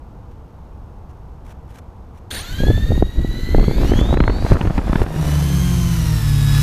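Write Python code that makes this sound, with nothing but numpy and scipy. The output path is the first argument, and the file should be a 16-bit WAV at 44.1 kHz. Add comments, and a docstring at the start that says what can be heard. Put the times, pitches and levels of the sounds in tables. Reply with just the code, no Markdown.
"""Motors jerk into life, whine at idle, glide upward and settle into a blade hum under a wide hiss.
A camera hangs under a six-rotor drone in a quiet town: the three loudest motors are sums of sines locked
to their shaft speeds, with filtered noise for bearings, spool-up and airflow. Downwash thrown back by the
ground is gusty rumble, flutter and slaps on the microphone, much of it fading as the drone lifts clear.
Steady town noise, thin pulsing electronic tones and a few dry rustles lie beneath."""
import sys
import numpy as np
from scipy import signal
from scipy.fft import rfft, irfft, next_fast_len
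from scipy.io import wavfile
from scipy.ndimage import uniform_filter1d

SR = 44100
rng = np.random.default_rng(int(sys.argv[2]) if len(sys.argv) > 2 else 0)


def materialize(psi):
    """Save the field psi as 16-bit PCM at rate SR to the path in sys.argv[1].

    A 1-D psi becomes a single channel; in a 2-D psi each row is a channel.
    """
    bounded = np.clip(np.atleast_2d(psi).T, -1, 1)
    quanta = np.round(bounded * 32767).astype(np.int16)
    wavfile.write(sys.argv[1], SR, quanta)


N = 291942
T = np.arange(N) / SR
END_S = 7  # later than the last sample: a sound that lasts to the end
EDGE_HZ = 15220  # upper band limit


def gain_of(db):
    """Logarithmic level: 20 dB is a tenfold amplitude."""
    return np.exp(np.asarray(db) * (np.log(10) / 20))


def evened(x):
    """Power normalisation: scales a signal to rms 1."""
    return x / np.sqrt(np.mean(x ** 2) + 1e-20)


def read(points, hz):
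    """Spectral envelope: interpolates a table's dB along log frequency."""
    f, value = np.transpose(points)
    return np.interp(np.log(hz + 1), np.log(f + 1), value)


def columns(rows):
    """Piecewise linear envelope: each column of a time table at every sample."""
    s, *rest = np.transpose(rows)
    return [np.interp(T, s, c) for c in rest]


def glides(rows):
    """Smooth envelope: each column as a cubic with continuous slope through its points."""
    s, *rest = np.transpose(rows)
    at = np.clip(np.searchsorted(s, T) - 1, 0, len(s) - 2)
    span = np.diff(s)[at]
    u = np.clip((T - s[at]) / span, 0, 1)
    ease = u * u * (3 - 2 * u)
    slopes = np.gradient(rest, s, axis=1)
    curves = []
    for c, m in zip(rest, slopes):
        bend = span * u * (1 - u) * ((1 - u) * m[at] - u * m[at + 1])
        curves.append(c[at] + ease * np.diff(c)[at] + bend)
    return curves


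def during(t0, t1, fade=0.0017):
    """Gating: 1 between two times, 0 outside, with linear fades in seconds."""
    return np.clip(np.minimum(T - t0, t1 - T) / fade, 0, 1)


def colour(x, points):
    """Linear filtering: shapes the spectrum of x, keeping white noise near its rms."""
    size = next_fast_len(N)
    response = evened(gain_of(read(points, np.fft.rfftfreq(size, 1 / SR))))
    return irfft(rfft(x, size) * response, size)[:N]


def noise(points):
    """Coloured noise: a random signal with the given spectrum."""
    return colour(rng.standard_normal(N), points)


def wander(seconds, size=16):
    """Slow random modulation of rms 1: twice-smoothed noise, drawn once every size samples."""
    width = max(int(seconds * SR / size), 2)
    slow = uniform_filter1d(uniform_filter1d(rng.standard_normal(N // size + 2), width), width)
    return np.interp(np.arange(N) / size, np.arange(len(slow)), evened(slow))


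# Far traffic and hiss. Each row: frequency in Hz, relative density in dB per Hz.
TOWN_SPECTRUM = [(8.8, -32), (15, -10.5), (66, -4.5), (95, -10.5), (208, -20), (270, -23), (295, -23.5),
                 (429, -28), (468, -23.5), (557, -30), (884, -27), (1400, -38.5), (1620, -43.5),
                 (1820, -47.5), (15000, -69)]
TOWN_DB = -36.5


def town():
    """Diffuse sound field: many far sources merge into steady coloured noise."""
    return gain_of(TOWN_DB) * noise(TOWN_SPECTRUM)


# Thin tones of the electronics. Each row: frequency in Hz, rms level before the pulsing in dB.
FAINT_TONES = [(5572, -87), (6428, -86), (12882, -84)]


def electronics():
    """Amplitude modulation: steady sines share one periodic pulse."""
    tones = sum(np.sqrt(2) * gain_of(db) * np.sin(2 * np.pi * hz * T) for hz, db in FAINT_TONES)
    pulse_hz = 47.9
    return tones * (1 + np.sin(2 * np.pi * pulse_hz * T))


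# Faint dry rustles nearby. Each row: start in seconds, length in seconds, relative level in dB.
RUSTLE_TIMES = [(0.306, 0.021, -63), (1.089, 0.031, -59), (1.445, 0.085, -53), (1.676, 0.089, -56),
                (1.751, 0.047, -49), (2.145, 0.048, -57.5)]
# Their spectrum. Each row: frequency in Hz, relative density in dB per Hz.
RUSTLE_SPECTRUM = [(880, -2), (1500, -3), (3710, -12), (4860, -20), (5620, -13), (6820, -16.5),
                   (11300, -20), (15000, -24)]


def rustles():
    """Friction noise: short rough bursts, each swelling toward its end."""
    envelope = np.zeros(N)
    for s, length, db in RUSTLE_TIMES:
        swell = np.clip(0.73 + 0.81 * (T - s) / length, 0, 2)
        envelope += gain_of(db) * during(s, s + length, fade=0.0051) * swell
    return envelope * gain_of(3.0 * wander(0.0026)) * noise(RUSTLE_SPECTRUM)


# Gusts that buffet the microphone. Each row: centre in seconds, rumble level in dB,
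# reach to either side in seconds.
GUST_TIMES = [(2.654, -12.5, 0.1), (2.734, -13.5, 0.14), (2.967, -12, 0.14), (3.191, -11, 0.05),
              (3.55, -9, 0.073), (3.615, -6, 0.051), (3.72, -15, 0.06), (4.34, -20, .11),
              (4.536, -4.5, 0.049), (4.648, -13, 0.092), (4.774, -14, 0.053), (4.877, -13, 0.072),
              (5.015, -7.5, 0.057)]


def gust_power():
    """Energy addition: gusts of raised-cosine amplitude add as powers."""
    power = np.zeros(N)
    for s, db, reach in GUST_TIMES:
        bump = np.cos(np.pi * np.clip((T - s) / reach, -1, 1) / 2) ** 2
        power += (gain_of(db) * bump) ** 2
    return power


# Eddies that slap the microphone port. Each row: start in seconds, relative level in dB,
# sharpness as relative treble level in dB.
SLAP_TIMES = [(2.602, -19.5, -34), (2.634, -11, -33), (2.667, -14, -38), (2.681, -13.5, -33),
              (2.699, -11, -32), (2.708, -12, -34), (2.775, -18.5, -31), (2.905, -15.5, -30),
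              (2.917, -13, -31), (2.974, -15, -36), (3.023, -6, -28), (3.189, -22, -43), (3.245, -18, -47),
              (3.339, -25.5, -33), (3.545, -6.5, -22), (3.582, -9, -24), (3.593, -19, -9),
              (3.626, -17, -19), (3.639, -18.5, -8), (3.68, -9.5, -30), (3.709, -15, -14),
              (3.781, -18, -15), (3.806, -21, -12), (3.831, -15.5, -10.5), (3.847, -13.5, -15),
              (3.894, -18.5, -19), (3.917, -9, -20), (3.934, -9.5, -14), (3.988, -13, -11),
              (4.011, -14, -18), (4.042, -24, -26), (4.126, -11, -15.5), (4.138, -8.5, -15),
              (4.17, -15.5, -6), (4.202, -10, -3.5), (4.237, -21.5, -2), (4.276, -12.5, -5),
              (4.296, -13, -10), (4.447, -16.5, -13.5), (4.51, -16, -10.5), (4.517, -7.5, -11),
              (4.611, -18, -0.5), (4.65, -16.5, -11), (4.672, -13.5, -12.5), (4.704, -15.5, -15),
              (4.778, -13.5, -6.5), (4.79, -17, -17), (4.894, -20.5, -12), (4.928, -11.5, -9.5),
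              (4.955, -13, -2.5), (4.991, -21, -19), (5.016, -12.5, -8), (5.062, -27, -1.5),
              (5.16, -21.5, -12)]
# Bass part of a slap. Each row: frequency in Hz, relative density in dB per Hz.
SLAP_BODY_SPECTRUM = [(30, 1.5), (150, 6), (400, -3), (800, -15), (1400, -53), (3000, -87)]
# Treble part of a slap. Each row: frequency in Hz, relative density in dB per Hz.
SLAP_EDGE_SPECTRUM = [(400, -37), (900, 1), (1800, -6.5), (3200, -18), (4500, -26.5), (7000, -60)]
SLAP_RISE_S = 0.0027


def slaps():
    """Impulsive turbulence: jagged pressure puffs drive a bass and a treble filter."""
    body, edge = np.zeros(N), np.zeros(N)
    # a few sudden steps in each slap
    jolts = evened(rng.standard_normal(N) * gain_of(3.5 * wander(0.00072, size=1)))
    u = T[:2000] / SLAP_RISE_S
    shape = (u * np.exp(1 - u)) ** 2.66
    for s, db, sharp_db in SLAP_TIMES:
        at = slice(round(s * SR), round(s * SR) + len(u))
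        puff = shape * jolts[at]
        puff = gain_of(db) * puff * np.linalg.norm(shape) / np.linalg.norm(puff)
        body[at] += puff
        edge[at] += puff * gain_of(sharp_db)
    return gain_of(6.5) * colour(body, SLAP_BODY_SPECTRUM) + gain_of(1.0) * colour(edge, SLAP_EDGE_SPECTRUM)


# Downwash between gusts. Each row: time in seconds, relative rumble level in dB,
# flutter level in dB relative to the rumble.
WASH_LEVELS = [(2.3, -41, 3), (2.38, -37, -26), (2.54, -22.5, -28), (2.85, -16.5, -11), (3.02, -20.5, -9),
               (3.1, -24, -10), (3.48, -21, -4.5), (3.8, -12.5, -3.5), (4.2, -15, -9), (4.7, -21.5, -7),
               (5.05, -20.5, -6), (5.34, -19.5, -2.5), (5.75, -16.5, -19), (6.62, -16, -25)]
# Fading as the ground falls away: start in seconds, end in seconds, change of the rumble in dB.
LIFT_OFF = (4.56, 5.5, -10.5)
# Rumble spectrum. Each row: frequency in Hz, relative density in dB per Hz.
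RUMBLE_SPECTRUM = [(8.8, -50), (15, 3), (57, 2.5), (260, -20.5), (340, -28), (570, -120)]
# Flutter spectrum. Each row: frequency in Hz, relative density in dB per Hz.
FLUTTER_SPECTRUM = [(60, -4.5), (120, -8.5), (310, -8), (600, -22), (1000, -59.5), (2000, -41), (4000, -81)]
# Sharper part of the flutter. Each row: frequency in Hz, relative density in dB per Hz.
CRACKLE_SPECTRUM = [(300, -7), (700, 0.5), (1300, -7), (2500, -19.5), (4500, -61)]
GUST_FLUTTER_DB = -12.5  # against the gust rumble


def downwash():
    """Wind noise: turbulence makes gusty rumble and clumped flutter, sharper at high rotor speed."""
    rumble_db, flutter_db = columns(WASH_LEVELS)
    gusts = gust_power()
    t0, t1, db = LIFT_OFF
    near_db = db * np.clip((T - t0) / (t1 - t0), 0, 1)

    rumble = evened(colour(rng.standard_normal(N) * gain_of(3.4 * wander(0.016)), RUMBLE_SPECTRUM))
    rumble *= gain_of(near_db) * np.sqrt(gain_of(rumble_db) ** 2 + gusts)

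    lumpy_db = 5.64 * np.clip(1.5 + 0.073 * near_db, 0, 1)  # the flutter evens out away from the ground
    power_offset = lumpy_db * np.log(10) / 20  # keeps the mean power of the clumps about the same
    clumps = rng.standard_normal(N) * gain_of(lumpy_db * (wander(0.003) - power_offset))
    flutter_power = gain_of(rumble_db + flutter_db) ** 2 + gusts * gain_of(GUST_FLUTTER_DB) ** 2
    clumps *= gain_of(0.55 * near_db - 4.0) * np.sqrt(flutter_power)

    octaves = np.log2(columns(MOTOR_SPEEDS)[1] / 4000)  # second motor's whine
    sharp = gain_of(-8.0 + 0.14 * near_db + 13.6 * octaves)
    out = rumble + colour(clumps, FLUTTER_SPECTRUM) + colour(clumps * sharp, CRACKLE_SPECTRUM)
    return (out + slaps()) * during(WASH_LEVELS[0][0], END_S, fade=0.036)


# Motor and blade hiss following the throttle. Each row: time in seconds, relative level in dB.
HISS_LEVELS = [(2.32, -34), (2.35, -29.5), (2.43, -40), (2.65, -39.5), (2.81, -43.5), (3.0, -44.5),
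               (3.7, -43), (3.9, -37), (4.13, -41), (4.39, -47), (4.51, -38.5), (4.94, -43.5), (5.31, -37),
               (6.43, -36), (6.62, -31)]
# Sudden drops of the hiss. Each row: start in seconds, depth in dB, recovery in seconds.
HISS_DIPS = [(3.006, 7.5, 0.43), (3.91, 5, 0.072), (4.01, 5.5, 0.17), (4.145, 9.5, 0.23), (4.54, 7.5, 0.42),
             (4.685, 4, 0.073), (4.785, 5.5, 0.084), (5.034, 10, 0.22)]
DIP_FALL_S = 0.01


def hiss_level():
    """Level envelope: the throttle curve in dB, with sudden dips that creep back."""
    dips = np.zeros(N)
    for s, db, back in HISS_DIPS:
        dips += db * during(s, END_S, DIP_FALL_S) * np.clip(1 - (T - s) / back, 0, 1)
    return columns(HISS_LEVELS)[0] - dips


# Bearings and windings at low speed. Each row: frequency in Hz, relative density in dB per Hz.
IDLE_SPECTRUM = [(500, 1.5), (1100, -9.5), (1700, 1.5), (2500, -4), (3500, -2.5), (4400, -0.5), (5100, -14),
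                 (6500, -7.5), (8000, -12), (9300, -19), (10000, -15.5), (10500, -12), (12300, -9.5),
                 (13600, -17), (15300, -23)]
# Duller hiss under load near the ground. Each row: frequency in Hz, relative density in dB per Hz.
SPOOL_SPECTRUM = [(880, -1), (1500, -2), (2080, -7), (3860, -11.5), (4550, -12.5), (8190, -20),
                  (12400, -22), (15000, -31)]
# Blade tips and wake. Each row: frequency in Hz, relative density in dB per Hz.
AIRFLOW_SPECTRUM = [(240, -5), (400, -22), (432, 1), (593, -5), (712, -1.5), (1270, 0.5), (2090, -3.5),
                    (2880, -2.5), (3250, -5), (4330, -4.5), (8840, -8), (12200, -7.5), (15000, -15)]


def rotor_hiss(hiss_db, throb):
    """Broadband rotor noise: bearing hiss yields to airflow, both throbbing with the passing blades."""
    load = np.clip((columns(MOTOR_SPEEDS)[1] - 2600) / 1200, 0, 1)  # from the second motor's whine
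    airflow = np.clip((T - 4.9) / 0.58, 0, 1)  # clean air reaches the blades as the craft rises
    idle = gain_of(1.0 + 0.18 * throb) * noise(IDLE_SPECTRUM)
    air = gain_of(3.0 + 0.87 * throb) * noise(AIRFLOW_SPECTRUM)
    spool = gain_of(5.5) * noise(SPOOL_SPECTRUM)
    # square roots keep the power even across each blend
    near_ground = np.sqrt(1 - load) * idle + np.sqrt(load) * spool
    hiss = np.sqrt(1 - airflow) * near_ground + np.sqrt(airflow) * air
    gate = during(FIRST_JERK[0] - 0.008, END_S, fade=0.0046)
    return gain_of(hiss_db + 1.1 * wander(0.0025)) * hiss * gate


# Rattle of arms and motor bells. Each row: frequency in Hz, relative density in dB per Hz.
ARM_SPECTRUM = [(500, -24), (1100, -22), (1650, -7.5), (2500, -37), (3400, -3), (4400, -12), (5100, -27.5),
                (6500, -19.5), (8000, -45), (9500, -70), (10500, -51), (12000, -61), (13500, -50),
                (15300, -43)]
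# First jerk of the rotors: start in seconds, level in dB, time to decay by 60 dB in seconds.
FIRST_JERK = (2.311, -20, 0.029)
# A later swell of the rattle: three times in seconds and a relative peak level in dB; the times are out of
# order, so the swell stays silent.
RATTLE_GATE = (2.5, 2.365, 2.5, -30)


def start_rattle():
    """Structural excitation: one rattling noise rings down exponentially after the first jerk; the later swell
    stays silent."""
    rattle = noise(ARM_SPECTRUM)
    s, db, t60 = FIRST_JERK
    jerk = gain_of(db - 60 * np.maximum(T - s, 0) / t60) * during(s, END_S, fade=0.0011)
    swell = np.interp(T, RATTLE_GATE[:3], [0, 1, 0]) ** 2
    grind = gain_of(RATTLE_GATE[3] + 1.4 * wander(0.0048)) * swell
    return rattle * (jerk + grind)


def start_tone():
    """Electromagnetic excitation: windings sing while the rotors are pulled into step."""
    level = np.sqrt(2) * gain_of(-37.5 + 2 * wander(0.0043))
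    return level * np.sin(2 * np.pi * 9154 * T) * during(2.311, 2.422)


def ringing(hz, arms, bells, size=32):
    """Resonance: how much arms and motor bells lift a gliding tone, in dB."""
    slow = abs(hz[::size])
    lift_db = arms * read(ARM_SPECTRUM, slow) + bells * read(IDLE_SPECTRUM, slow)
    return np.repeat(lift_db, size)[:N]


# Magnet and slot tones in the order of SLOT_ORDERS. Each row: relative level at idle in dB,
# relative level in flight in dB, both against the hiss.
SLOT_LEVELS = [(-19, 0.5), (-23, 4), (-7.5, -5), (-9, -26), (-6.5, 5.5), (0, 15), (-28, 7), (-7.5, -17),
               (-6, -14), (-7, -22), (-5.5, -26), (-6, -22), (-3, -16), (0, -11)]
# Their multiples of the shaft speed, one number each.
SLOT_ORDERS = [24, 36, 48, 54, 108, 144, 168, 180, 216, 252, 288, 324, 360, 396]
# Whine folded down from the switching frequency. Each row: multiple of the whine,
# relative level against the hiss in dB.
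FOLDED_WHINES = [(1, -21), (2, -23), (3, -24)]
SWITCH_HZ = 16640  # the speed controllers chop the current at this rate
WHINE_ORDER = 72  # magnet whine per shaft turn


def motor(whine_hz, whine_db, beat_db, blades, near, hiss_db):
    """Harmonic synthesis: sines on multiples of shaft speed; the high ones waver and ring in the arms."""
    near_idle_db, near_flight_db, near_fold_db = near
    turn = 2 * np.pi * np.cumsum(whine_hz / WHINE_ORDER) / SR  # shaft angle in radians
    load = np.clip((whine_hz - 2200) / 2500, 0, 1)

    level_db = hiss_db + whine_db + 0.5 + ringing(whine_hz, 0.15, 0.25)
    out = gain_of(level_db + 1.8 * wander(0.012)) * np.sin(WHINE_ORDER * turn + 0.4 * wander(0.006))

    for k, db in blades:
        level = gain_of(beat_db + db + wander(0.03)) * during(BLADE_LEVELS[0][0], END_S, fade=0.3)
        out += level * np.sin(k * turn + 2 * np.pi * rng.random())

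    for k, (idle_db, flight_db) in zip(SLOT_ORDERS, SLOT_LEVELS):
        hz = k * whine_hz / WHINE_ORDER
        own_db = (1 - load) * (idle_db + near_idle_db) + load * (flight_db + near_flight_db)
        level_db = hiss_db + own_db + 1.0 + ringing(hz, 0.51, 0.47) + 2 * wander(0.012)
        level = (hz < EDGE_HZ) * gain_of(level_db)
        out += level * np.sin(k * turn + 0.4 * wander(0.008))

    for k, db in FOLDED_WHINES:
        ring_db = ringing(SWITCH_HZ - k * whine_hz, 0, 0.94)
        level_db = hiss_db + db + near_fold_db + 7.5 + ring_db - 23 * load + 2.1 * wander(0.03)
        phase = 2 * np.pi * SWITCH_HZ * T - k * WHINE_ORDER * turn
        out += gain_of(level_db) * np.sin(phase + 0.6 * wander(0.004))
    return np.sqrt(2) * out * during(MOTOR_SPEEDS[0][0], END_S, fade=0.05), turn


# The three loudest motors. Each row: time in seconds, then the magnet whine of each motor in Hz,
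# which is 72 times its shaft speed.
MOTOR_SPEEDS = [(2.345, 680, 660, 640), (2.39, 1060, 1040, 1015), (2.43, 1295, 1280, 1260),
                (2.5, 1468, 1461, 1456), (2.63, 1650, 1642, 1637), (2.82, 1803, 1812, 1789),
                (3.1, 1913, 1913, 1890), (3.3, 1960, 1965, 1936), (3.6, 2037, 2170, 2012),
                (3.72, 2128, 2305, 2115), (3.8, 2305, 2569, 2355), (3.95, 2753, 3197, 2931),
                (4.22, 3427, 4120, 3778), (4.42, 3871, 4627, 4158), (4.62, 4192, 4993, 4541),
                (4.82, 4745, 5272, 4951), (4.92, 5193, 5375, 5157), (5.12, 5604, 5404, 5567),
                (5.37, 6077, 5260, 5998), (5.62, 6375, 4846, 5949), (5.82, 6235, 4472, 5693),
                (6.12, 5571, 4053, 5301), (6.32, 5125, 3802, 5105), (6.42, 5077, 3790, 5086),
                (6.62, 5149, 3896, 5122)]
# Each row: time in seconds, then the relative whine level of each motor against the hiss in dB.
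WHINE_LEVELS = [(2.4, -6, -20, -18), (2.65, 2.5, -23, 5), (2.95, 1, -15, -2.5), (3.3, -2.5, -4, 1),
                (3.52, 6, -3, -15), (3.8, -2, -2.5, -21), (4.0, -12, 4.5, 0), (4.36, -1, 5.5, -6),
                (4.6, -13, -16, -13), (5.06, -9, -13, -26), (5.6, -1, -19, -9), (6.1, -1, -12.5, -8),
                (6.46, 0, -3.5, -13)]
# Blade tones, heard once the rumble clears. Each row: time in seconds, then the relative level
# for each motor in dB.
BLADE_LEVELS = [(5.05, -13, -35, -39), (5.2, -15, -21, -38), (5.3, -37, -17, -47),
                (5.45, -24.5, -19.5, -36), (5.7, -20, -21, -40), (6.15, -21, -21.5, -37),
                (6.35, -28, -19.5, -27), (6.62, -27, -18.5, -25)]
# Shaft wobble and the beat of two blades, one list per motor. Each row: multiple of the shaft speed,
# relative level in dB.
BLADE_ORDERS = [
    [(1, -8), (2, 0), (4, -17.5), (6, -29), (8, -28.5), (12, -25)],
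    [(1, -0.5), (2, 0.5), (3, -32), (4, -14.5), (6, -30), (8, -31.5)],
    [(1, -5), (2, 9.5), (4, -13), (6, -51), (8, -35)],
]
# Weight of each motor's tones. Each row: change at idle, in flight and for the folded whine, all in dB.
MOTOR_NEARNESS = [(-5, -4.5, 6), (4, -8, -3), (-3, -11.5, -8)]


def drone():
    """Superposition: motor tones, a hiss modulated at twice the shaft speeds, and starting noises."""
    hiss_db = hiss_level()
    out, throb = np.zeros(N), np.zeros(N)
    curves = zip(glides(MOTOR_SPEEDS), columns(WHINE_LEVELS), columns(BLADE_LEVELS),
                 BLADE_ORDERS, MOTOR_NEARNESS)
    for parts in curves:
        tones, turn = motor(*parts, hiss_db)
        out += tones
        throb += np.cos(2 * turn)  # two blades pass in each turn
    return out + rotor_hiss(hiss_db, throb) + start_rattle() + start_tone()


def scene():
    """Superposition: the place, the wind on the microphone and the drone add linearly."""
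    surroundings = town() + electronics() + rustles()
    return (surroundings + downwash() + drone())[None]


def record(dry):
    """Saturation and band limiting: soft overload, then a linear-phase low-pass."""
    held = 0.97 * np.tanh(dry / 0.97)
    taps = signal.firwin(1023, EDGE_HZ, window=("kaiser", 9), fs=SR)
    return signal.oaconvolve(held, taps[None], "same")


dry = scene()
out = record(dry)
materialize(out)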